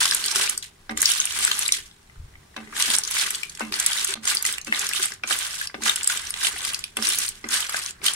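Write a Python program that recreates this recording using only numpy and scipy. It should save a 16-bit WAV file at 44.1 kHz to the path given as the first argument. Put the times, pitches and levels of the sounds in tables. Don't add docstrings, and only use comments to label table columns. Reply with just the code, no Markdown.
import sys
import numpy as np
from scipy import signal
from scipy.fft import rfft, irfft, next_fast_len
from scipy.io import wavfile
from scipy.ndimage import uniform_filter1d

SR = 44100
rng = np.random.default_rng(int(sys.argv[2]) if len(sys.argv) > 2 else 0)


def master_out(mix):
    frames = np.transpose(np.atleast_2d(mix))
    ceiling = np.clip(frames, -1, 1)
    pcm = np.round(ceiling * 32767).astype(np.int16)
    wavfile.write(sys.argv[1], SR, pcm)


def volts(x):
    e = np.asarray(x, float) / 20
    return 10 ** e


N = 359410

# t/s, knock peak/dB, knock f/Hz, hum level/dB, hum length/s
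KNOCKS = [(0.35, -30, 1460, -51.5, 0.08), (0.893, -18, 1560, -33.5, 0.072), (2.563, -21.5, 1720, -42, 0.19),
          (2.878, -23, 1780, -40.5, 0.032), (3.606, -16.5, 1090, -35, 0.1), (4.154, -27, 730, -44.5, 0.089),
          (4.67, -20, 2000, -35, 0.036), (5.236, -24, 2370, -42, 0.013), (5.306, -16, 1483, -39.5, 0.017),
          (5.742, -19.5, 1670, -34.5, 0.015), (5.806, -32, 840, -42.5, 0.11),
          (6.969, -18.5, 2682, -35, 0.07), (7.44, -22, 2050, -35.5, 0.025),
          (7.744, -24.5, 1520, -57, 0.023), (8.015, -30, 2230, -59, 0.058)]
# f/Hz, level/dB, t60/s
HUM_MODES = [(216.5, -6.5, 0.4), (303.6, -0.5, 0.27), (388, -6.5, 0.074), (432.3, -6.5, 0.1)]
# f/Hz, density/dB per Hz
SHELL_COLOUR = [(290, -42), (500, -19.5), (710, -19), (798, -14.5), (1500, -2.5), (2390, -5.5),
                (3250, -1.5), (5920, -4), (9050, -0.5), (10500, -5), (15300, -20), (16500, -21)]


def evened(x):
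    return x / np.sqrt(np.mean(x ** 2) + 1e-20)


def peaked(x):
    return x / (abs(x.mean(0)).max() + 1e-12)


def read(points, hz):
    f, value = np.transpose(points)
    return np.interp(np.log(hz + 1), np.log(f + 1), value)


def add(mix, start_s, sound):
    part = mix[:, round(start_s * SR):][:, :sound.shape[1]]
    part += sound[:, :part.shape[1]]


def coloured(x, points):
    size = next_fast_len(x.shape[-1])
    gain = volts(read(points, np.fft.rfftfreq(size, 1 / SR)))
    return irfft(rfft(x, size) * gain, size)[..., :x.shape[-1]]


def lumps(count, width):
    return evened(uniform_filter1d(rng.standard_normal(count), width))


def flat_bump(t, centre_s, half_s):
    return np.exp(-((t - centre_s) / half_s) ** 4)


def rings(hz, db, t60, rise_s, size):
    t = np.arange(size) / SR
    hz, db, t60 = (np.reshape(v, (-1, 1)) for v in (hz, db, t60))
    count = len(hz)
    shared_turn, own_turn = rng.random((count, 1)), rng.random((2, count, 1))
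    face_db = rng.standard_normal((2, count, 1))
    apart = np.clip(0.14 + hz / 2800, 0, 1)
    decay = volts(db + 4.47 * apart * face_db - 60 * t / t60)
    modes = decay * np.sin(2 * np.pi * (hz * t + shared_turn + apart * own_turn))
    return modes.sum(1) * (1 - np.exp(-t / rise_s))


def choked_t60(hz, cycles):
    return cycles / np.sqrt(hz * 3000)


def shell(lo_hz, hi_hz, cycles, count):
    place, luck = rng.random((2, count))
    hz = lo_hz + (hi_hz - lo_hz) * place
    return rings(hz, -9 * luck, choked_t60(hz, cycles * (1.09 + 1.1 * luck)), 0.0001, size=400)


def tumble(x, rise_s, fall_s, share, blow=2.8):
    t = np.arange(500) / SR
    run = np.where(t < rise_s, (t / rise_s) ** 2, np.exp((rise_s - t) / fall_s))
    blows = run * rng.standard_normal(500) * (rng.random(500) < share)
    blows[round(rise_s * SR)] = blow
    return peaked(signal.fftconvolve(x, blows[None], axes=1))


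def heap(lo_hz, hi_hz, cycles, count):
    return [tumble(shell(lo_hz, hi_hz, cycles, count=12), .0032, 0.0044, .09, blow=1.85) for _ in range(count)]


def strike(bodies, level_db, busy, per_s, spread_db):
    clump_db = np.clip(4 + 0.14 * (level_db - level_db.max() + 8), 1, 6)
    clump = volts(clump_db * lumps(N, 600))
    at = np.flatnonzero(rng.random(N) < per_s * busy * clump / SR)
    size = volts(spread_db * np.minimum(rng.exponential(1, N), 2.4)[at])
    size *= np.sqrt(SR / (per_s * busy[at]) / np.mean(size ** 2)) * volts(level_db[at])
    which = rng.integers(0, len(bodies), N)[at]
    out = np.zeros((2, N))
    for place, gain, k in zip(at, size, which):
        add(out, place / SR, gain / np.linalg.norm(bodies[k][0]) * bodies[k])
    return out


def rattle():
    level_db, hollow_db, drag_db = stirring()
    busy, steady = np.clip(volts(0.27 * (level_db + 27)), .3, 1.5), np.ones(N)
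    hum_hz, hum_db, _ = np.transpose(HUM_MODES)
    bowl = []
    for _ in range(12):
        detuned_hz = hum_hz * rng.uniform(.95, 1.05, len(hum_hz))
        bowl.append(rings(detuned_hz, .3 * hum_db, .09, .004, size=2000))
    shells = heap(2030, 15870, 5.2, count=200)
    shuffle = strike(shells, level_db - 3.5, steady, 1500, 1.39)
    sharp = strike(shells, level_db + 14 * np.log10(busy), busy, 330, 1.03)
    hollow = strike(heap(473, 2430, 12.8, count=80), hollow_db - 1.5, steady, 400, 2.1)
    drag = strike(bowl, drag_db, steady, 70, 2.1)
    return volts(1.36) * coloured(shuffle + sharp, SHELL_COLOUR) + volts(4.0) * coloured(hollow, SHELL_COLOUR) + drag


def stirring():
    # t/s, length/s, rattle level/dB, settling/s per 20 dB, hollow part relative/dB
    strokes = [(0, 0.52, -31.5, 0.09, -5), (0.907, 0.0043, -41, -2.5, 3.5), (0.973, 0.73, -34.5, 0.21, -6),
               (2.563, 0.25, -51.5, .2, 4), (2.719, 0.035, -45, -1.6, 5), (2.757, .64, -38, 0.4, -5.5),
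               (3.591, 0.013, -38.5, 0.2, 2.5), (3.73, .4, -28.5, -0.16, -5), (4.229, 0.35, -37, 0, -5.5),
               (4.663, 0.0042, -37, 0.14, -5), (4.73, 0.37, -35.5, 0.07, -3), (5.255, .02, -44, 0.7, -10),
               (5.275, 0.38, -36, -0.02, -6), (5.755, .01, -51.5, 0.3, -8), (5.817, 0.91, -35, 0.22, -3),
               (6.968, .005, -37, 0.7, -3), (7.019, 0.21, -29, 0.11, -8), (7.46, 0.019, -49, 0.9, 11),
               (7.498, 0.4, -35.5, 0.02, -4.5), (8.032, 0.19, -31.5, .1, -4.5)]
    # t/s, extra level/dB, build-up/s, dying/s
    spills = [(0, 10, .1, 0.21), (0.42, 10.5, 0.22, 0.071), (.632, 23, 0.017, 0.18),
              (1.088, 9.5, 0.2, 0.19), (1.18, 4.5, .06, 0.047), (1.427, 12, 0.16, 0.15),
              (1.611, 10.5, 0.081, 0.077), (1.738, 12.5, 0.017, 0.08), (1.8, 6, 0.05, 0.11),
              (2.799, 14, 0.075, 0.16), (2.942, 15, 0.12, 0.066), (3.214, 17, 0.2, 0.19),
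              (4.302, 16, 0.082, 0.1), (4.48, 11.5, 0.089, 0.086), (4.646, 14, .004, 0.0057),
              (4.76, 7.5, 0.061, 0.089), (4.848, 8.5, 0.082, 0.02), (5.039, 12, 0.19, 0.031),
              (5.135, 9, 0.029, 0.023), (5.31, 11, 0.065, 0.054), (5.363, 7, 0.081, 0.48),
              (5.853, 15.5, 0.016, 0.098), (6.111, 10.5, 0.032, 0.091), (6.331, -11, 0.063, 0.024),
              (6.445, 12.5, 0.071, 0.085), (6.68, 7, 0.13, 0.034), (7.099, 4, 0.15, 0.35),
              (7.535, 12.5, 0.06, 0.15), (7.775, 6.5, 0.12, 0.074), (8.057, 6.5, 0.036, 0.064)]
    # t/s, extra drag/dB, half length/s
    leans = [
        (0.387, 7, 0.033),
        (1.84, -3, 0.099),
        (5.01, 2, 0.2),
        (5.547, -9, 0.26),
        (6.54, 10, 0.057),
        (8.01, 13.5, 0.033),
    ]
    attack_s = 0.016
    rest_db, rest_hollow_db = -59.5, -63
    hollow_share = 0.79
    hollow_fade_db, hollow_settle = -2.5, 0.82
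    drag_db, drag_share = -58, 0.49
    scrape_db, scrape_s = -14.5, .12

    t = np.arange(0, N, 32) / SR
    spill_db = 0
    for s, db, rise_s, fall_s in spills:
        spill_db = spill_db + db * np.clip(np.minimum(1 + (t - s) / rise_s, 1 - (t - s) / fall_s), 0, 1)
    level, hollow = volts(rest_db) ** 2, volts(rest_hollow_db) ** 2
    for s, length_s, db, settle_s, hollow_db in strokes:
        rise_db = -20 * np.maximum((s - t) / attack_s, 0)
        fall_db = -20 * np.maximum((t - s - length_s) / max(settle_s, .01), 0)
        dig_db = hollow_db + hollow_fade_db * (np.clip((t - s) / length_s, 0, 1) - .5)
        level = level + volts(db + rise_db + fall_db + spill_db) ** 2
        hollow_fall_db = fall_db / hollow_settle
        hollow = hollow + volts(db + rise_db + hollow_fall_db + dig_db + hollow_share * spill_db) ** 2
    level_db = 10 * np.log10(level)
    lean_db = sum(db * flat_bump(t, s, half_s) for s, db, half_s in leans)
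    drag = volts(drag_db + lean_db + drag_share * (level_db + 29.0)) ** 2
    for s, _, _, hum_db, length_s in KNOCKS:
        fall_db = -20 * np.maximum((t - s - length_s) / scrape_s, 0)
        drag = drag + (t > s) * volts(hum_db + scrape_db + fall_db) ** 2
    return [np.interp(np.arange(N) / SR, t, 10 * np.log10(power)) for power in (level, hollow, drag)]


def clacks():
    # t/s, peak/dB, strongest ring f/Hz
    edge_ticks = [(.1462, -3, 10200), (.494, -7.5, 10700), (.5756, -8, 8500), (1.0042, -12, 8840),
                  (1.0166, -1, 10450), (1.0265, -6.5, 10400), (1.116, -4.5, 9870), (1.253, -7.5, 9800),
                  (1.59, -8, 9800), (1.6788, -9, 7360), (2.9497, -4.5, 8640), (2.984, -2, 9000),
                  (3.3048, -10, 10440), (3.7983, -5.5, 9200), (3.8623, -2, 8830), (3.993, -12, 9400),
                  (4.0446, -8, 8800), (4.424, -11.5, 10000), (4.792, -5.5, 8650), (4.8895, -7.5, 8800),
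                  (5.051, -15, 8900), (5.9582, -6, 9300), (6.0307, -10, 8000), (6.073, -2, 7900),
                  (6.3044, -8.5, 8400), (6.79, -16, 7800), (7.185, -4, 9700), (7.835, -18, 7000),
                  (7.907, -21, 8300), (8.0415, -21, 9600)]
    # t/s, peak/dB, strongest ring f/Hz
    back_clacks = [(.1094, -3.5, 4550), (.2389, -9.5, 4600), (.2809, -8.5, 5040), (1.055, 0, 5460),
                   (1.6603, -12.5, 3500), (1.721, 0, 6520), (2.8218, -4, 6630), (2.9006, -9, 3280),
                   (3.035, -12, 5650), (3.3462, -13.5, 3760), (3.4313, -13, 2670), (3.495, -20.5, 6650),
                   (3.594, -16, 7100), (3.93, -10, 4100), (4.1372, -8.5, 3130), (4.4622, -8.5, 6700),
                   (4.581, -13, 2390), (4.6132, -22, 6460), (4.866, -12.5, 6580), (4.933, -13, 3000),
                   (5.4655, -17, 3420), (5.671, -11, 4850), (5.8352, -6.5, 6700), (6.468, -7.5, 3010),
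                   (6.7438, -7.5, 4300), (6.839, -13, 3040), (7.2796, -11, 4700), (7.4874, -12, 6030),
                   (7.86, -13.5, 6000), (8.0637, -8, 3160), (.6245, -21, 3435), (3.5495, -25, 5560),
                   (5.137, -23, 7500), (6.217, -22.5, 8500), (6.735, -20, 2780), (.3135, -6.5, 7600),
                   (3.3525, -14, 7100), (4.646, -22.5, 7000)]
    # t/s, peak/dB, strongest ring f/Hz
    cup_clonks = [(.0538, -3.5, 4690), (.3581, -4.5, 5200), (.4199, -11.5, 3560), (.9738, -8, 7270),
                  (1.322, -14.5, 6750), (1.5135, -7.5, 3560), (2.5648, -27, 2540), (2.764, -17, 3550),
                  (2.798, -7, 10400), (3.1096, -12, 10000), (3.1951, -8.5, 4770), (3.7224, -12.5, 2280),
                  (4.2527, -15.5, 8600), (4.2744, -11, 7100), (4.4504, -8, 7800), (4.7237, -15.5, 2240),
                  (5.235, -22.5, 3030), (5.297, -15.5, 9200), (5.3083, -10, 8300), (5.8939, -3, 3320),
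                  (6.0975, -9.5, 5900), (6.4326, -14, 9200), (6.6493, -12.5, 8600), (6.6705, -16.5, 5260),
                  (6.9688, -12.5, 2650), (7.0231, -8.5, 5500), (7.0692, -13.5, 6040), (7.6932, -17, 8950),
                  (7.7667, -12.5, 8600), (3.5725, -24.5, 2850), (5.1185, -17, 1670), (6.339, -16.5, 3250)]
    out = np.zeros((2, N))
    for rows, hollow_db in (edge_ticks, -23), (back_clacks, -32.5), (cup_clonks, -10):
        for s, db, hz in rows:
            lead_hz = hz * np.array([.9, 1, 1.12])
            lead = rings(lead_hz, [-3, 0, -3], 12 / np.sqrt(hz * 3000), 0.00072, size=400)
            near = shell(0.698 * hz, 1.316 * hz, 6.2, count=10)
            crack = coloured(shell(max(2130, 0.543 * hz), 14480, 20.6, count=40), SHELL_COLOUR)
            body = 0.69 * peaked(lead) + 0.32 * peaked(near) + 0.98 * peaked(crack)
            bright = tumble(body, 0.0034, 0.0019, 0.22, blow=1.73)
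            hollow = tumble(shell(1013, 2370, 20.4, count=6), 0.0021, 0.0023, 0.066)
            add(out, s - .0018, volts(db - 3.5) * (bright + volts(hollow_db) * hollow))
    return out


def spatula():
    # f/Hz, level/dB, t60/s
    wok_modes = [(553.5, -10, 0.18), (765.5, -6, 0.16), (992, -10, 0.19), (1203, -8, 0.24),
                 (1512, -1, 0.089), (1920, -10.5, 0.15), (2130, -3.5, 0.15), (2650, -4, 0.1)]
    sag_share, sag_s = 0.29, 0.012
    wood_ratios = np.array([.45, .6, .8, 1, 1.3, 1.7, 2.3, 3.7])
    wood_db = [-2.0, 0, -5.0, 10.5, -2.0, -2, -7.0, -23.0]

    size = 9000
    out, t = np.zeros((2, N)), np.arange(size) / SR
    wok_hz, wok_db, wok_t60 = np.transpose(wok_modes)
    rock_hz, _, rock_t60 = HUM_MODES[0]
    for s, db, hz, hum_db, length_s in KNOCKS:
        damp = 1 / (1 + np.exp((t - length_s) / 0.0053)) + 0.019
        wood = rings(hz * wood_ratios, wood_db, 0.011, 0.00067, size=900)
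        spot_db = 0.9 * rng.standard_normal(len(wok_hz))
        steel = peaked(rings(wok_hz, wok_db + spot_db, wok_t60, 0.0029, size=size))
        thump = sum(rings(*mode, 0.0035, size=size) for mode in HUM_MODES[1:])
        turns = np.cumsum(rock_hz * (1 + sag_share * np.exp(-t / sag_s))) / SR
        swell = np.sin(2 * np.pi * turns + [[0], [.35]])
        swell *= volts(-60 * t / rock_t60) * (1 - np.exp(-(t / 0.015) ** 2))
        swell *= volts(3 * lumps(size, 700))
        crack = peaked(shell(486, 6130, 74, count=40))
        jump = np.pad(tumble(crack, .001, .004, .1), ((0, 0), (0, 500)))
        add(out, s, volts(db - 4.5) * tumble(wood, 0.00096, 0.0045, .08) + volts(db - 9) * jump)
        steel_gain = volts(db - 14.0 + 6.5 * lumps(size, 150))
        hum = volts(hum_db + 5.0) * peaked(thump + 1.5 * swell)
        add(out, s, (steel_gain * steel + hum) * damp)
    return out


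def contacts():
    # t/s, peak/dB, ring f/Hz
    cups = [(0.1218, -19.5, 1660), (0.3989, -22, 1090), (0.4762, -20, 2390), (0.485, -25, 3220),
            (1.0313, -16, 1910), (1.1186, -17, 3500), (1.1707, -38, 3440), (1.1971, -25, 3300),
            (1.2163, -23, 3680), (1.2737, -21, 3120), (1.4776, -21.5, 1436), (.0165, -19.5, 1630),
            (1.6905, -18, 2280), (1.7859, -33.5, 3320), (2.7664, -24, 1850), (2.8043, -18, 3970),
            (2.8261, -18, 3270), (3.1685, -21.5, 2130), (3.2635, -26, 1800), (3.2794, -25, 1700),
            (5.3085, -25.5, 1365), (3.8628, -20.0, 3440), (3.895, -22.5, 3180), (3.9188, -19, 3300),
            (3.9442, -27, 3600), (3.9676, -28, 1890), (3.9778, -23, 3950), (5.2375, -27, 2550),
            (4.2757, -22, 3470), (4.3424, -26, 2190), (4.4531, -21, 2140), (4.4902, -22, 2060),
            (4.5397, -23.5, 3550), (7.6935, -29, 1310), (4.737, -29, 1980), (4.7478, -22, 3480),
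            (4.8288, -22.5, 1700), (4.9145, -22, 1860), (5.1975, -47, 1590), (5.615, -28, 1680),
            (5.6345, -34, 3300), (5.6989, -33.5, 1730), (5.8338, -25.5, 2350), (5.9637, -22.5, 3100),
            (6.0116, -24, 3050), (6.1005, -19.5, 1560), (6.2424, -33.5, 1700), (5.2385, -31.5, 1400),
            (6.4238, -24, 3780), (6.4342, -28, 1790), (6.5628, -27.5, 1750), (6.5766, -28, 2990),
            (6.6077, -25.5, 3700), (7.0494, -19.9, 4080), (7.1184, -21.5, 3400), (7.5238, -26, 1680),
            (7.6429, -31, 2520), (7.7454, -21, 1500), (8.0837, -17, 3320)]
    # t/s, peak/dB, ring f/Hz
    rims = [(0.1274, -13.5, 4860), (0.1902, -31, 8100), (0.2553, -22, 4550), (0.2628, -13.5, 8570),
            (0.3846, -20, 8110), (0.4209, -18.5, 7500), (0.4279, -16, 7660), (1.1027, -17, 8740),
            (1.1649, -20, 7590), (1.2025, -18, 6370), (1.3898, -20.5, 9450), (1.4093, -17, 8500),
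            (1.4508, -12, 8460), (1.5531, -20.5, 6100), (1.6247, -20.5, 6160), (1.6311, -24, 10200),
            (2.8354, -20.5, 6860), (2.9032, -23, 9470), (2.966, -10, 8960), (3.0512, -20, 5460),
            (3.0776, -19, 6790), (3.7417, -18, 4410), (.0298, -19, 6370), (4.0766, -22, 8960),
            (4.1073, -20, 7760), (4.285, -18, 7280), (4.351, -12, 10340), (4.3717, -19.5, 4880),
            (4.4118, -28, 4830), (4.476, -15.8, 8760), (4.5274, -15.5, 9090), (4.9363, -20, 8600),
            (5.0313, -17, 7950), (5.0583, -17, 8710), (5.276, -22, 5980), (5.3902, -18, 8200),
            (5.4764, -23, 8800), (5.5549, -19.5, 7200), (6.0456, -14.5, 7990), (6.1345, -23, 10230),
            (6.1755, -16.5, 8040), (6.2719, -19, 5660), (6.2998, -30.5, 11550), (6.4868, -19, 9240),
            (6.5834, -24.5, 9380), (6.6311, -24, 6580), (7.7915, -21, 8660), (6.7351, -24.5, 8890),
            (6.9703, -18.5, 9040), (7.0345, -22, 5130), (7.0723, -17, 5920), (7.0896, -17, 9300),
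            (7.1576, -17, 9980), (7.2642, -21, 8560), (7.2905, -19, 8780), (7.6057, -19, 8490),
            (7.7245, -26, 9780), (8.1375, -20, 8980), (8.0635, -12.5, 8900)]
    # t/s, peak/dB, ring f/Hz, t60/s
    grunts = [(0.016, -28, 987, 0.065), (.325, -38, 890, 0.11), (.352, -37, 396, 0.34),
              (0.391, -38, 1050, .07), (.41, -39, 435, 0.15), (4.676, -36, 2650, .1),
              (5.2355, -20.5, 2557, 0.023), (2.8, -33, 960, 0.034), (2.98, -36.5, 856, 0.033),
              (4.086, -39.5, 390, 0.15), (5.2355, -26.5, 1430, 0.016), (4.99, -40, 377, .1),
              (6.484, -38, 935, .05), (6.558, -39.5, 775, 0.07), (3.614, -33.5, 2680, .2),
              (3.616, -34, 2150, .2), (5.3095, -23, 1350, 0.027)]
    out = np.zeros((2, N))
    for rows, cycles in (cups, 21), (rims, 12):
        for s, db, hz in rows:
            lead_hz = hz * np.array([.92, 1, 1.09])
            lead = rings(lead_hz, [-7, 0, -7], cycles / np.sqrt(hz * 3000), 0.00083, size=600)
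            near = shell(max(1050, 0.562 * hz), 1.715 * hz, 1.24 * cycles, count=12)
            body = peaked(lead) + .45 * np.pad(peaked(near), ((0, 0), (0, 200)))
            add(out, s - .0036, volts(db + 2.5) * tumble(body, 0.0025, 0.0019, .09, blow=2.2))
    for s, db, hz, t60 in grunts:
        grunt = rings(hz * np.array([.93, 1, 1.1]), [-8, 0, -8], t60, 3.1 / hz, size=7000)
        add(out, s, volts(db) * peaked(grunt))
    return out


def settling():
    # t/s, peak/dB, ring f/Hz
    settling_ticks = [
        (1.9127, -40, 3420),
        (2.0978, -41, 2020),
        (2.159, -41, 1344),
        (2.339, -43, 1920),
        (2.3544, -40, 2030),
        (2.431, -43, 1910),
        (2.543, -35.5, 1840),
        (2.727, -26.5, 1230),
        (2.673, -37, 1950),
    ]
    out = np.zeros((2, N))
    for s, db, hz in settling_ticks:
        tick = rings(hz * np.array([.6, 1, 1.12, 1.5]), [-10, 2.5, -8, -11], 0.01, 0.001, size=900)
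        add(out, s, volts(db - 4.5) * peaked(tick))
    return out


def echo(x):
    # f/Hz, t60/s
    tail_t60 = [(300, 0.34), (1500, 0.2), (5000, 0.16), (10000, 0.1), (15000, 0.071)]
    taps = np.zeros((2, SR // 2))
    grid = np.arange(60, SR // 2 - 20, 20)
    at = grid + rng.integers(0, 20, (2, len(grid)))
    np.put_along_axis(taps, at, rng.choice([-1., 1.], at.shape), 1)
    hz, t, z = signal.stft(taps, SR, nperseg=256)
    tail = signal.istft(z * volts(-60 * t / read(tail_t60, hz)[:, None]), SR, nperseg=256)[1]
    return signal.oaconvolve(x, tail / np.linalg.norm(tail[0]), axes=1)[:, :N]


def kitchen():
    # f/Hz, density/dB per Hz
    hiss_colour = [(88, -47), (150, -5.5), (356, -6.5), (378, -6), (518, -19), (571, -18), (798, -16),
                   (916, -16.5), (7810, -27.5), (15200, -36), (16500, -43)]
    a, b = rng.standard_normal((2, N))
    shared = coloured(a, [(150, 6.5), (500, -18.0), (1200, -8)])
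    own = coloured(b, [(150, -23.0), (500, 3.5), (1200, 3.5)])
    other = coloured(b[::-1], [(150, -20.0), (500, 5.0), (1200, 4.0)])
    hiss = evened(coloured(np.array([shared + own, shared + other]), hiss_colour))
    whistle = signal.lfilter(*signal.iirpeak(5480, 90, SR), a)
    return volts(-55.5) * (hiss + volts(-23) * evened(whistle))


def air():
    # f/Hz, density/dB per Hz
    air_colour = [(9, -31.5), (20, 1.5), (40, -10), (63, -1), (85, -4), (140, -10.5), (200, -38),
                  (400, -84)]
    # t/s, extra level/dB, half length/s
    puffs = [
        (.95, 7, 0.079),
        (2.216, 20.5, 0.073),
        (2.363, 10, 0.04),
        (6.8, 2, 0.6),
    ]
    a, b = rng.standard_normal((2, N))
    rumble = evened(coloured(np.array([a + 0.037 * b, a - 0.0343 * b]), air_colour))
    t = np.arange(N) / SR
    puff_db = sum(db * flat_bump(t, s, half_s) for s, db, half_s in puffs)
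    swell_db = evened(uniform_filter1d(b, 6000))
    return volts(-57.5 + puff_db + swell_db) * rumble


def scene():
    duck_from_db, duck_share, recover_db_per_s = -45, 0.18, 45
    wok = rattle() + clacks() + spatula() + settling() + contacts()
    power_db = 10 * np.log10(abs(uniform_filter1d((wok ** 2).mean(0), size=2000)) + 1e-12)
    fall_db = np.arange(N) * recover_db_per_s / SR
    held_db = np.maximum.accumulate(power_db + fall_db) - fall_db
    over_db = np.maximum(held_db - duck_from_db, 0)
    return wok + volts(-10.0) * echo(wok) + kitchen() * volts(-duck_share * over_db) + air()


def low_pass(x):
    return signal.sosfilt(signal.butter(12, 16630, fs=SR, output="sos"), x)


def record(dry):
    # t/s, level/dB
    dropouts = [
        (0.159, -2),
        (4.15, -29),
        (4.438, -9),
    ]
    dry = np.clip(dry, -.72, .72)
    left = coloured(dry[0], [(5000, 0.0), (9000, 0.5), (14000, -4.5), (15700, 9.0), (16500, -34)])
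    right = coloured(dry[1], [(9000, -1.0), (11000, 2.5), (14000, 1.0), (15700, -1.5), (16500, -29.5)])
    t = np.arange(N) / SR
    duck_db = sum(db * flat_bump(t, s, 0.0035) for s, db in dropouts)
    return low_pass(np.clip(volts(duck_db) * np.array([left, right]), -1, 1))


dry = scene()
out = record(dry)
master_out(out)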